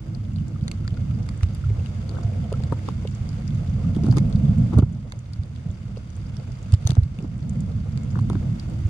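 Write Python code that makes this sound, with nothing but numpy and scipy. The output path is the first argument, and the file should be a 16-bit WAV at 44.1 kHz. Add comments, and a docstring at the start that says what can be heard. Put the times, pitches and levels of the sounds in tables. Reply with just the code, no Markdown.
"""A camera in a watertight case hovers over a coral reef where a parrotfish grazes; shrimp snap throughout.
From the start damped thumps rock the case in rumbling, gurgling flow, coral cracks and a few bubbles ring.
From 2.5 s taps ring the case modes; near 4 s, in the strongest flow, come knocks, clacks and gritty scrapes,
then the heaviest thumps at 4.8 s and, after a calm, a dense burst from 6.7 s; a last one comes at 8.2 s.
The gain starts lowered, ducks at the heaviest thumps and creeps back; the walls colour the reef's bright sounds."""
import sys
import numpy as np
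from scipy import signal
from scipy.fft import rfft, irfft, next_fast_len
from scipy.io import wavfile
from scipy.ndimage import uniform_filter1d, minimum_filter1d, map_coordinates

SR = 44100
rng = np.random.default_rng(int(sys.argv[2]) if len(sys.argv) > 2 else 0)


def store_wav(level_fs):
    """Save 16-bit WAV to argv[1]."""
    pcm = np.round(np.clip(np.atleast_2d(level_fs), -1, 1) * 32767)
    wavfile.write(sys.argv[1], SR, pcm.T.astype(np.int16))


N = 392049

# faint whine of the camera: (frequency [Hz], level [dB], left over right [dB])
WHINE_TONES = [(2008, -76, 3), (5890, -82, 3.5), (15734, -91, -0.5)]
# strength of the water flowing past the case: (time [s], level over calm water [dB])
FLOW = [(0.0, 2.5), (0.5, 10), (0.8, 6), (1.09, 9.5), (1.45, -1.5), (2.45, 2.5), (2.95, -2.5), (3.8, 8),
        (4.08, 13.5), (4.7, 13.5), (5.22, 0), (6.25, 0), (6.6, -1), (7.35, 3), (7.6, 10.5), (7.92, 8),
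        (8.22, 11), (8.89, -1.5)]
# spectra of the water's rumble, churn, gurgle and cavity drone: (frequency [Hz], relative level [dB])
RUMBLE_SPECTRUM = [(15, -48), (28, -23.5), (40, -6), (65, -4), (100, 2.5), (130, -2), (170, -18),
                   (260, -35), (500, -88)]
CHURN_SPECTRUM = [(80, -23.5), (130, 5), (170, 0), (218, -1), (255, -10.5), (295, -19.5), (330, -27),
                  (375, -38.5), (800, -77)]
GURGLE_SPECTRUM = [(250, -17.5), (335, -3.5), (385, -5.5), (470, 0.5), (560, -3), (680, -5), (800, -12.5),
                   (1050, -18), (1350, -15), (1650, -40), (5000, -68.5)]
DRONE_SPECTRUM = [(230, -43.5), (295, -4.5), (328, 3.5), (365, -11.5), (450, -50.5)]
# course of the cavity drone: (time [s], level [dB])
DRONE_COURSE = [(0, -44.5), (1.6, -53), (2.6, -52.5), (7.8, -56), (8.89, -45.5)]
# passing swells of the rumble and of the sloshing: (middle [s], half length [s], level [dB])
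RUMBLE_SWELLS = [(1.7, 0.1, -26.5)]
SLOSH_SWELLS = [(2.36, 0.34, -45), (4.35, 0.52, -47.5)]
# hollow resonances stirred by sloshing water: (frequency [Hz], nominal width [Hz], relative level [dB])
SLOSH_MODES = [(420, 110, -15.5), (511, 130, 4.5), (686, 86, 0.5), (897, 160, -12)]
# likeness of the two ports: (frequency [Hz], coherence [0 to 1])
PORT_COHERENCE = [(100, 0.98), (200, 0.99), (320, 0.52), (500, 0.37), (1000, 0.44), (2000, 0), (16000, 0)]
# surges that shove the case: (crest time [s], level [dB], frequency [Hz])
THUMPS = [(0.308, -16.5, 114), (0.628, -13.5, 122), (0.927, -12, 129), (1.437, -8.5, 83), (1.471, -15, 82),
          (1.689, -17, 99), (1.787, -20, 80), (2.254, -11.5, 95), (2.642, -16, 117), (2.724, -16.5, 142),
          (3.214, -16.5, 95), (3.621, -15, 140), (3.968, -11.5, 193), (4.108, -7, 121), (4.135, -12, 117),
          (4.177, -10, 181), (4.354, -9, 137), (4.496, -11.5, 123), (4.586, -10.5, 152), (4.772, -4, 101),
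          (4.789, -1, 196), (4.796, 0.5, 101), (4.834, -0.5, 113), (5.397, -8.5, 93), (5.667, -11, 139),
          (5.699, -13.5, 93), (6.738, 1.5, 96.5), (6.858, -5.5, 99), (6.901, -5, 129), (6.931, -11, 107),
          (6.986, 2.5, 98), (7.028, -7, 76.5), (7.062, -14, 136), (7.191, -14.5, 163), (8.21, -14.5, 115),
          (8.319, -17, 121), (8.374, -13, 112), (8.858, -10, 93)]
# dull knocks on the case, each with a short grind: (time [s], level [dB], frequency [Hz], grind level [dB])
KNOCKS = [(1.703, -30.5, 393, -41), (2.725, -20, 262, -43), (2.884, -22, 242, -28),
          (3.965, -17.5, 313, -36), (4.033, -23, 327, -38), (4.042, -17.5, 290, -39),
          (4.065, -17, 273, -38), (4.084, -10, 242, -43), (4.17, -15, 323, -31.5), (4.18, -20.5, 346, -33),
          (4.785, -1, 241, -37.5), (4.824, -11, 287, -26), (6.734, -23.5, 247, -42), (6.868, -29, 310, -36),
          (6.915, -22.5, 260, -42), (6.971, -17, 216, -42), (7.225, -26, 325, -48),
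          (7.244, -14.5, 253, -58), (8.3, -19.5, 386, -35.5), (8.306, -21.5, 332, -38),
          (8.354, -15.5, 273, -44.5)]
# small bubbles: (time [s], level [dB], starting frequency [Hz])
BUBBLES = [(0.559, -49, 1230), (0.852, -48, 1360), (0.97, -48, 1410), (1.109, -52, 1250),
           (1.639, -47, 1360), (2.168, -49.5, 1490), (2.538, -43.5, 1310), (3.845, -51, 1220)]
# the nearest shrimp snaps: (time [s], level [dB], frequency [Hz], left over right [dB])
NEAR_SNAPS = [(0.148, -40, 4400, 7), (0.36, -42, 3960, 3), (0.384, -41, 2900, 0), (0.481, -45, 6500, 3),
              (1.109, -44.5, 2600, 0), (1.228, -48, 5100, 5), (1.4085, -40, 1840, 1),
              (1.699, -44.5, 2160, 5), (1.8595, -39.5, 2830, 10), (2.0917, -41, 4440, 2),
              (3.0737, -36, 2970, 1), (3.29, -42, 5160, -1), (3.477, -42, 5340, 6),
              (3.948, -44.5, 3400, -4), (4.111, -39, 4740, -1), (4.326, -42, 3970, 5),
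              (4.358, -43.5, 3780, -2), (5.19, -42.5, 6760, 2), (5.333, -37.5, 4600, -2),
              (5.434, -43.5, 4100, -6), (5.56, -42, 3370, 0), (5.971, -44.5, 4100, 0),
              (6.1644, -45.5, 8140, 6), (6.367, -39, 4600, -15), (6.519, -46, 5500, -4),
              (7.1874, -36, 2570, -3), (7.4936, -38.5, 7240, 5.5), (7.605, -41, 6800, 2.5),
              (8.5963, -38.5, 4340, -2)]
# spectrum of the distant shrimp's sizzle: (frequency [Hz], relative level [dB])
SIZZLE_SPECTRUM = [(600, 1), (1100, 1.5), (1430, 2.5), (1750, -3.5), (2400, -3.5), (3300, -5.5),
                   (3900, -10.5), (5500, -11), (8000, -16), (9400, -19.5), (11500, -30), (13500, -41),
                   (16000, -44.5)]
# resonances of the wall at each port: (frequency [Hz], nominal width [Hz], level above the rest [dB])
LEFT_WALL = [(2770, 120, 3.5), (4900, 130, 6.5), (4580, 360, 7), (6180, 550, 6), (6690, 200, 5.5),
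             (8570, 260, 5)]
RIGHT_WALL = [(2150, 110, 8.2), (3590, 170, 7), (4740, 160, 8), (4600, 130, 0.82), (7220, 440, 7),
              (9000, 480, 7.2)]
# crisp taps that ring the case: (time [s], level [dB], brightness [dB per octave])
TAPS = [(2.5185, -23, -0.5), (2.524, -19, -6), (2.603, -31, -8), (2.7233, -16.5, 3), (2.789, -39, -5),
        (2.847, -36.5, -10), (3.051, -22.5, -10), (5.971, -24.5, -4.5), (6.8945, -28, -2), (6.917, -33, -7),
        (6.9685, -26.5, -2), (7.187, -36, -9), (7.204, -32, -9)]
# modes of the tapped case: (frequency [Hz], relative level [dB], 60 dB decay time [s])
CASE_MODES = [(434, 0, 0.025), (511, 1, 0.026), (678, -2, 0.022), (925, -8, 0.03), (1246, -12, 0.022),
              (1380, -21, 0.029)]
# dull clacks of crumbling coral: (time [s], level [dB], frequency [Hz])
CLACKS = [(1.41, -42, 1700), (2.185, -33, 940), (2.233, -39, 1310), (2.886, -30.5, 1100), (3.986, -37, 695),
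          (4.044, -46, 900), (4.054, -45, 1100), (4.065, -37, 1150), (4.077, -40, 1000),
          (4.086, -43.5, 1100), (4.125, -33.5, 1000), (4.138, -38, 1130), (4.169, -31, 990),
          (4.175, -33.5, 1130), (4.18, -33.5, 950), (4.789, -19, 700), (4.823, -33, 600), (4.833, -28, 700),
          (5.122, -35, 1050), (5.135, -37, 585), (6.7365, -30.5, 820), (6.867, -33, 800),
          (6.8725, -29, 620), (6.8945, -30.5, 650), (6.916, -32, 680), (6.968, -34, 1510),
          (8.155, -30.5, 1410), (8.172, -37, 1150), (8.189, -28.5, 990), (8.2995, -28, 990),
          (8.33, -39, 705), (8.352, -37, 1410)]
# hard cracks of coral: (time [s], level [dB], left over right [dB], brightness [dB per octave])
CRACKS = [(0.6798, -20, -1.5, -1), (0.714, -21.5, -9, 2), (0.8779, -24, 2.5, -1), (0.9731, -27.5, 0, -5),
          (1.289, -27.5, -4, 0.5), (1.432, -23.5, 0, -2.5), (1.5481, -39, 1.5, 12), (2.526, -33.5, -6, 2),
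          (2.636, -31, 8, -2.5), (2.7214, -32, -4, -5.5), (2.887, -32, -5.5, 0), (3.9635, -38, 3, 0.5),
          (4.036, -40.5, -6, 2.5), (4.064, -40, 7, 4.5), (4.085, -42.5, 0, 4), (4.124, -36.5, 2.5, 6),
          (4.169, -30, -3, 6), (4.1744, -41.5, 6, -12.5), (4.183, -26, -3.5, 2.5), (4.7852, -31, 1, 10),
          (4.788, -27.5, -6, 0.5), (4.7978, -26, 3, -2), (4.805, -29, 2, -5), (4.8223, -27.5, -2, -4),
          (5.1211, -23.5, 1, 0.5), (5.9705, -33, -3, -5.5), (6.722, -31, 7, 3), (6.7382, -23, -6, 5),
          (6.7464, -31.5, 11, 0), (6.852, -36.5, 7, 1), (6.8662, -33, 6, 5.5), (6.8723, -14.5, 8, 6),
          (6.8916, -29, 10.5, 2.5), (6.9054, -19, 7.5, 2), (6.917, -29.5, 5, 1), (6.9322, -38.5, 5, 2),
          (6.952, -30, 4, -1), (6.9682, -22.5, -2, -7.5), (7.0325, -33, -6.5, 4), (7.1865, -38, 0, -5),
          (7.9746, -26, 2, -1), (8.1885, -36, 6, 0), (8.196, -39.5, 4, 1), (8.2988, -27.5, -6, -1),
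          (8.331, -37.5, 3, 1), (8.3543, -33.5, 8, -4.5)]
# strokes of teeth: (middle [s], half length [s], dull rasp level [dB], bright crunch level [dB])
SCRAPES = [(1.434, 0.011, -45, -48.5), (2.15, 0.063, -41, -66), (2.88, 0.044, -45, -51.5),
           (4.053, 0.03, -41, -48), (4.176, 0.013, -32, -40.5), (4.737, 0.012, -28.5, -49),
           (4.79, 0.018, -23, -52.5), (4.83, 0.005, -28, -51.5), (6.827, .025, -55, -49),
           (6.896, 0.019, -40, -41.5), (7.217, 0.032, -43, -60), (8.164, 0.02, -35, -56),
           (8.328, 0.017, -38, -61.5)]
# spectra of cracks and crunches, and of rasps and knock puffs: (frequency [Hz], relative level [dB])
CRACK_SPECTRUM = [(300, 14), (700, 1), (1400, 4), (2800, 4.5), (4700, -0.5), (7000, -6), (9500, -8.5),
                  (12000, -22), (16000, -33.5)]
RASP_SPECTRUM = [(150, -13.5), (300, 18), (450, 9.5), (600, -3.5), (800, -1), (1150, -2.5), (1400, 0.5),
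                 (1650, -29.5), (3000, -26), (8000, -44)]


def amp(db):
    """The decibel law: level to amplitude gain."""
    return 10 ** (np.asarray(db) / 20)


def unit(x):
    """Normalisation to rms 1."""
    return x / np.sqrt(np.mean(x ** 2) + 1e-20)


def crest(x):
    """Normalisation by short-time power: the loudest two milliseconds get rms 1."""
    power = np.mean(np.atleast_2d(x) ** 2, 0)
    return x / np.sqrt(uniform_filter1d(power, size=88).max() + 1e-20)


def along(points, hz):
    """Interpolation of (frequency, value) points on a logarithmic axis."""
    f, v = np.transpose(points)
    return np.interp(np.log(hz + 1), np.log(f + 1), v)


def course(rows):
    """Linear interpolation of (time, value) rows, one value per sample."""
    s, value = np.transpose(rows)
    return np.interp(np.arange(N) / SR, s, value)


def wobble(rate):
    """Slow random modulation: a smooth curve through `rate` random knots a second."""
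    knots = rng.standard_normal(int(N * rate / SR) + 4)
    return map_coordinates(knots, [np.arange(N) * rate / SR])


def swells(rows):
    """Gaussian envelopes: one swell of gain for each (middle, half length, level) row."""
    t = np.arange(N) / SR
    return sum(amp(db) * np.exp(-((t - s) / half) ** 2) for s, half, db in rows)


def coloured(x, gain):
    """Minimum-phase filtering: a folded cepstrum gives the causal filter of magnitude gain(Hz)."""
    n = x.shape[-1]
    m = 2 * next_fast_len(n // 2 + 2048)
    magnitude = np.maximum(gain(np.fft.rfftfreq(m, 1 / SR)), 1e-6)
    cepstrum = irfft(np.log(magnitude), m)
    cepstrum[1:m // 2] *= 2
    cepstrum[m // 2 + 1:] = 0
    return irfft(rfft(x, m) * np.exp(rfft(cepstrum)), m)[..., :n]


def resonance(f, hz, q):
    """Magnitude response of a simple resonator of quality factor q."""
    return 1 / np.hypot(1, q * (f / hz - hz / (f + 1)))


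def panned(lead_db):
    """Level-difference stereo: left and right gains of mean power 1."""
    return unit(amp([[lead_db / 2], [-lead_db / 2]]))


def add(track, s, sound):
    """Superposition of a sound onto the track from time s."""
    i = max(round(s * SR), 0)
    track[:, i:i + sound.shape[-1]] += sound[..., :max(N - i, 0)]


def at_ports(pair):
    """Partial coherence: two unrelated signals are blended to be most alike in the bass."""
    n = pair.shape[-1]
    coherence = along(PORT_COHERENCE, np.fft.rfftfreq(n, 1 / SR))
    turn = np.arccos(np.clip(coherence, -1, 1)) / 2
    mid, side = irfft(rfft(pair) * [np.cos(turn), np.sin(turn)], n)
    return np.array([mid + side, mid - side])


def rush(spectrum):
    """Turbulence as filtered noise: stereo, rms 1, with the given spectrum."""
    noise = rng.standard_normal((2, N))
    return unit(at_ports(coloured(noise, lambda f: amp(along(spectrum, f)))))


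def grains(rate, spread_db, t60):
    """Shot noise: random impulses of random size decay as noise, independent at each port."""
    chance, size = rng.random(N), np.minimum(rng.exponential(size=N), 3.5)
    power = (chance < rate / SR) * amp(spread_db * size) ** 2
    fade = amp(-60 / (t60 * SR)) ** 2  # loss of power per sample
    envelope = np.sqrt(signal.lfilter([1], [1, -fade], power))
    return unit(envelope * rng.standard_normal((2, N)))


def through_case(x):
    """Resonant transmission: each port hears the ringing of the wall in front of it."""
    def wall(modes):
        return lambda f: 1 + sum((amp(db) - 1) * resonance(f, hz, hz / width) ** 2 for hz, width, db in modes)
    return np.array([coloured(x[0], wall(LEFT_WALL)), coloured(x[1], wall(RIGHT_WALL))])


def whine():
    """Steady pure tones: the thin whine of the camera's electronics."""
    t = np.arange(N) / SR
    return sum(np.sqrt(2) * amp(db) * panned(lead_db) * np.sin(2 * np.pi * hz * t)
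               for hz, db, lead_db in WHINE_TONES)


def water():
    """Flow noise: eddies press on the case, faster flow churns and gurgles more, and its cavity drones."""
    flow_db = course(FLOW)
    eddies = wobble(16)
    # level in calm water [dB] + growth [dB per dB of flow]
    rumble_gain = amp(-28.5 + 0.48 * flow_db) + swells(RUMBLE_SWELLS)
    rumble = rumble_gain * amp(0.8 * eddies) * rush(RUMBLE_SPECTRUM)
    churn = amp(-34.5 + 0.99 * flow_db + 2.47 * eddies) * rush(CHURN_SPECTRUM)
    gurgle = amp(-52 + 0.33 * flow_db + 2.8 * wobble(30)) * rush(GURGLE_SPECTRUM)
    drone = amp(course(DRONE_COURSE) + 0.95 * wobble(6.9)) * rush(DRONE_SPECTRUM)
    return (rumble + churn + drone) * panned(-2.1) + gurgle * panned(-0.3)


def sloshing():
    """Noise-driven resonance: water slops in waves, each hollow band swelling and fading on its own."""
    def band(hz, width, db):
        noise = coloured(rng.standard_normal((2, N)), lambda f: resonance(f, hz, hz / width) ** 2)
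        return amp(db + 2.4 * wobble(22)) * unit(at_ports(noise))
    return swells(SLOSH_SWELLS) * unit(sum(band(*mode) for mode in SLOSH_MODES))


def thumps():
    """Damped oscillation: a surge rocks the case a few cycles, swelling faster than it dies."""
    track, t = np.zeros((2, N)), np.arange(-SR // 20, SR // 20) / SR
    for s, db, hz in THUMPS:
        cycles = hz * t
        swell = np.exp(-(cycles / np.where(t < 0, 0.6, 1.1)) ** 2)
        add(track, s + t[0], amp(db + 0.5) * swell * np.cos(2 * np.pi * cycles))
    return track * panned(-2.5)


def knocks():
    """Heavily damped impact: a soft blow gives one short ring and a dull puff of noise."""
    track, t = np.zeros((2, N)), np.arange(SR // 12) / SR
    for s, db, hz, _ in KNOCKS:
        ring = np.sin(2 * np.pi * hz * t) * amp(-60 * t / 0.027) * (1 - np.exp(-t / 0.002))
        puff = at_ports(rng.standard_normal((2, len(t)))) * amp(-60 * t / 0.04) * (1 - np.exp(-t / 0.0016))
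        puff = coloured(puff, lambda f: amp(along(RASP_SPECTRUM, f)) * resonance(f, 2.18 * hz, q=2.1))
        add(track, s, amp(db - 5.5) * crest(crest(ring) + 0.22 * crest(puff)))
    return track * panned(-1.3)


def bubbles():
    """Free bubble oscillation: a freed bubble rings briefly, its pitch creeping up."""
    track, t = np.zeros((2, N)), np.arange(SR // 10) / SR
    for s, db, hz in BUBBLES:
        phase = hz * t * (1 + 0.74 * t) + rng.random((2, 1)) / 3  # in turns
        ring = np.sin(2 * np.pi * phase) * amp(-60 * t / 0.03) * (1 - np.exp(-t / 0.001))
        add(track, s, amp(db + 6.5) * crest(ring))
    return track * panned(4.1)


def snap(hz, q):
    """Cavitation: one collapsing shrimp bubble, a noise burst in a narrow band round its own pitch."""
    t = np.arange(SR // 40) / SR
    rise = 1 - np.exp(-(t / 0.001) ** 2)
    decay = amp(-60 * t / 0.005) + amp(-22) * amp(-60 * t / 0.035)  # burst and faint tail
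    burst = rise * decay * rng.standard_normal((2, len(t)))
    band = lambda f: resonance(f, hz, q) ** 2 + 0.053
    treble = lambda f: amp(along([(7000, 2.5), (9500, 5.0), (12500, -9.0)], f))
    return crest(coloured(burst, lambda f: band(f) * treble(f)))


def shrimp():
    """Superposed point sources: near snaps stand out, farther ones tick, the farthest merge in a sizzle."""
    track = np.zeros((2, N))
    for s, db, hz, lead_db in NEAR_SNAPS:
        add(track, s, amp(db - 2.0) * panned(lead_db) * snap(hz, q=2.9))
    for when, size, pitch, side in rng.random(size=(190, 4)):
        gain = amp(-55.5 + 7.5 * size ** 3)  # most are faint
        far_snap = snap(1500 * 5.5 ** pitch, q=4.5)
        add(track, when * N / SR, gain * panned(10 * (side - 0.5)) * far_snap)
    sizzle = grains(rate=2100, spread_db=-1.5, t60=0.023)
    sizzle = coloured(sizzle, lambda f: amp(along(SIZZLE_SPECTRUM, f)))
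    return track + amp(-51.5) * unit(sizzle) * panned(0.41)


def taps():
    """Modal excitation: a crisp tap rings all the case's modes at once, a softer one the higher ones less."""
    track, t = np.zeros((2, N)), np.arange(SR // 12) / SR
    hz, level_db, t60 = np.transpose(CASE_MODES)[:, :, None]
    for s, db, tilt_db in TAPS:
        scatter_db = 3.1 * rng.standard_normal((2, len(hz), 1))
        mode_db = level_db + tilt_db * np.log2(hz / hz[0]) + scatter_db
        phase = hz * t + rng.random(hz.shape) / 2  # in turns
        ring = (amp(mode_db - 60 * t / t60) * np.sin(2 * np.pi * phase)).sum(1)
        attack = 1 - np.exp(-t / 0.0017)
        add(track, s, amp(db - 4.5) * crest(ring * attack))
    return track * panned(1.5)


def clacks():
    """Damped resonance of crumbling coral: a noise burst of milliseconds in one broad, hollow band."""
    track, t = np.zeros((2, N)), np.arange(SR // 20) / SR
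    envelope = amp(-60 * t / 0.0075) * (1 - np.exp(-t / 0.00046))
    for s, db, hz in CLACKS:
        burst = at_ports(rng.standard_normal((2, len(t)))) * envelope
        low_pass = lambda f: 1 / np.hypot(1, (f / 1550) ** 10)
        colour = lambda f: resonance(f, hz, q=1.4) ** 2 * low_pass(f)
        add(track, s, amp(db) * crest(coloured(burst, colour)))
    return track * panned(3.3)


def cracks():
    """Brittle fracture and comb filtering: a click, banded by a close rock echo, with scatter behind."""
    track, t = np.zeros((2, N)), np.arange(SR // 12) / SR
    rise = 1 - np.exp(-(t / 0.0009) ** 4)
    decay = amp(-60 * t / 0.0019) + amp(-35) * amp(-60 * t / 0.018)  # click and scatter
    for s, db, lead_db, tilt_db in CRACKS:
        echo_s = 0.00045 * 2 ** (rng.random() - 0.5)
        bands = lambda f: np.abs(1 - 0.6 * np.exp(-2j * np.pi * f * echo_s))  # inverted echo
        tilted = lambda f: amp(along(CRACK_SPECTRUM, f) + tilt_db * np.log2((f + 300) / 4000))
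        noise = rise * decay * rng.standard_normal((2, len(t)))
        click = coloured(noise, lambda f: bands(f) * tilted(f))
        add(track, s, amp(db - 6.0) * panned(lead_db) * crest(click))
    return track


def strokes(rows, spectrum, rate):
    """Friction on rough coral: a quick run of grains is freed as the pressure swells and eases."""
    grit = at_ports(grains(rate, spread_db=2.0, t60=0.00087))
    return swells(rows) * unit(coloured(grit, lambda f: amp(along(spectrum, f))))


def rasps():
    """Low-frequency friction noise: the dull part of each scrape, and a brief grind under each knock."""
    half = 0.0036  # half length of a grind [s]
    grinds = [(s + half, half, grind_db) for s, _, _, grind_db in KNOCKS]
    dull_strokes = [(s, half_s, dull_db) for s, half_s, dull_db, _ in SCRAPES]
    rubbing = strokes(dull_strokes, RASP_SPECTRUM, rate=1000)
    return (rubbing + strokes(grinds, RASP_SPECTRUM, rate=2400)) * panned(2.9)


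def crunches():
    """High-frequency friction noise: the bright part of each scrape of teeth."""
    bright_strokes = [(s, half_s, bright_db) for s, half_s, _, bright_db in SCRAPES]
    return strokes(bright_strokes, CRACK_SPECTRUM, rate=1800)


def scene():
    """Superposition: sounds at the case add to the reef's bright sounds passed through its walls."""
    background = whine() + water() + sloshing()
    blows = thumps() + knocks() + taps()
    reef = through_case(shrimp() + cracks() + crunches())
    return background + blows + bubbles() + clacks() + rasps() + reef


def gain_control(x):
    """Peak limiting: gain drops quickly for a peak over the ceiling, then climbs at a steady rate in dB."""
    ceiling_db, start_duck_db, recovery_db_per_s = -1, 5.5, 3
    over_db = 20 * np.log10(np.abs(x).max(0) + 1e-9) - ceiling_db
    over_db[0] = start_duck_db
    climb = recovery_db_per_s * np.arange(N) / SR
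    duck_db = np.maximum.accumulate(np.maximum(over_db, 0) + climb) - climb
    early_db = minimum_filter1d(-duck_db, size=400)  # starts just ahead of the peak
    return x * amp(uniform_filter1d(early_db, size=300))


def record(dry):
    """Limiting and band limitation: the camera rides its gain, clips, and keeps nothing above 16.2 kHz."""
    clipped = np.clip(gain_control(dry), -1, 1)
    passband = np.fft.rfftfreq(N, 1 / SR) < 16200
    return irfft(rfft(clipped) * passband, N)


dry = scene()
out = record(dry)
store_wav(out)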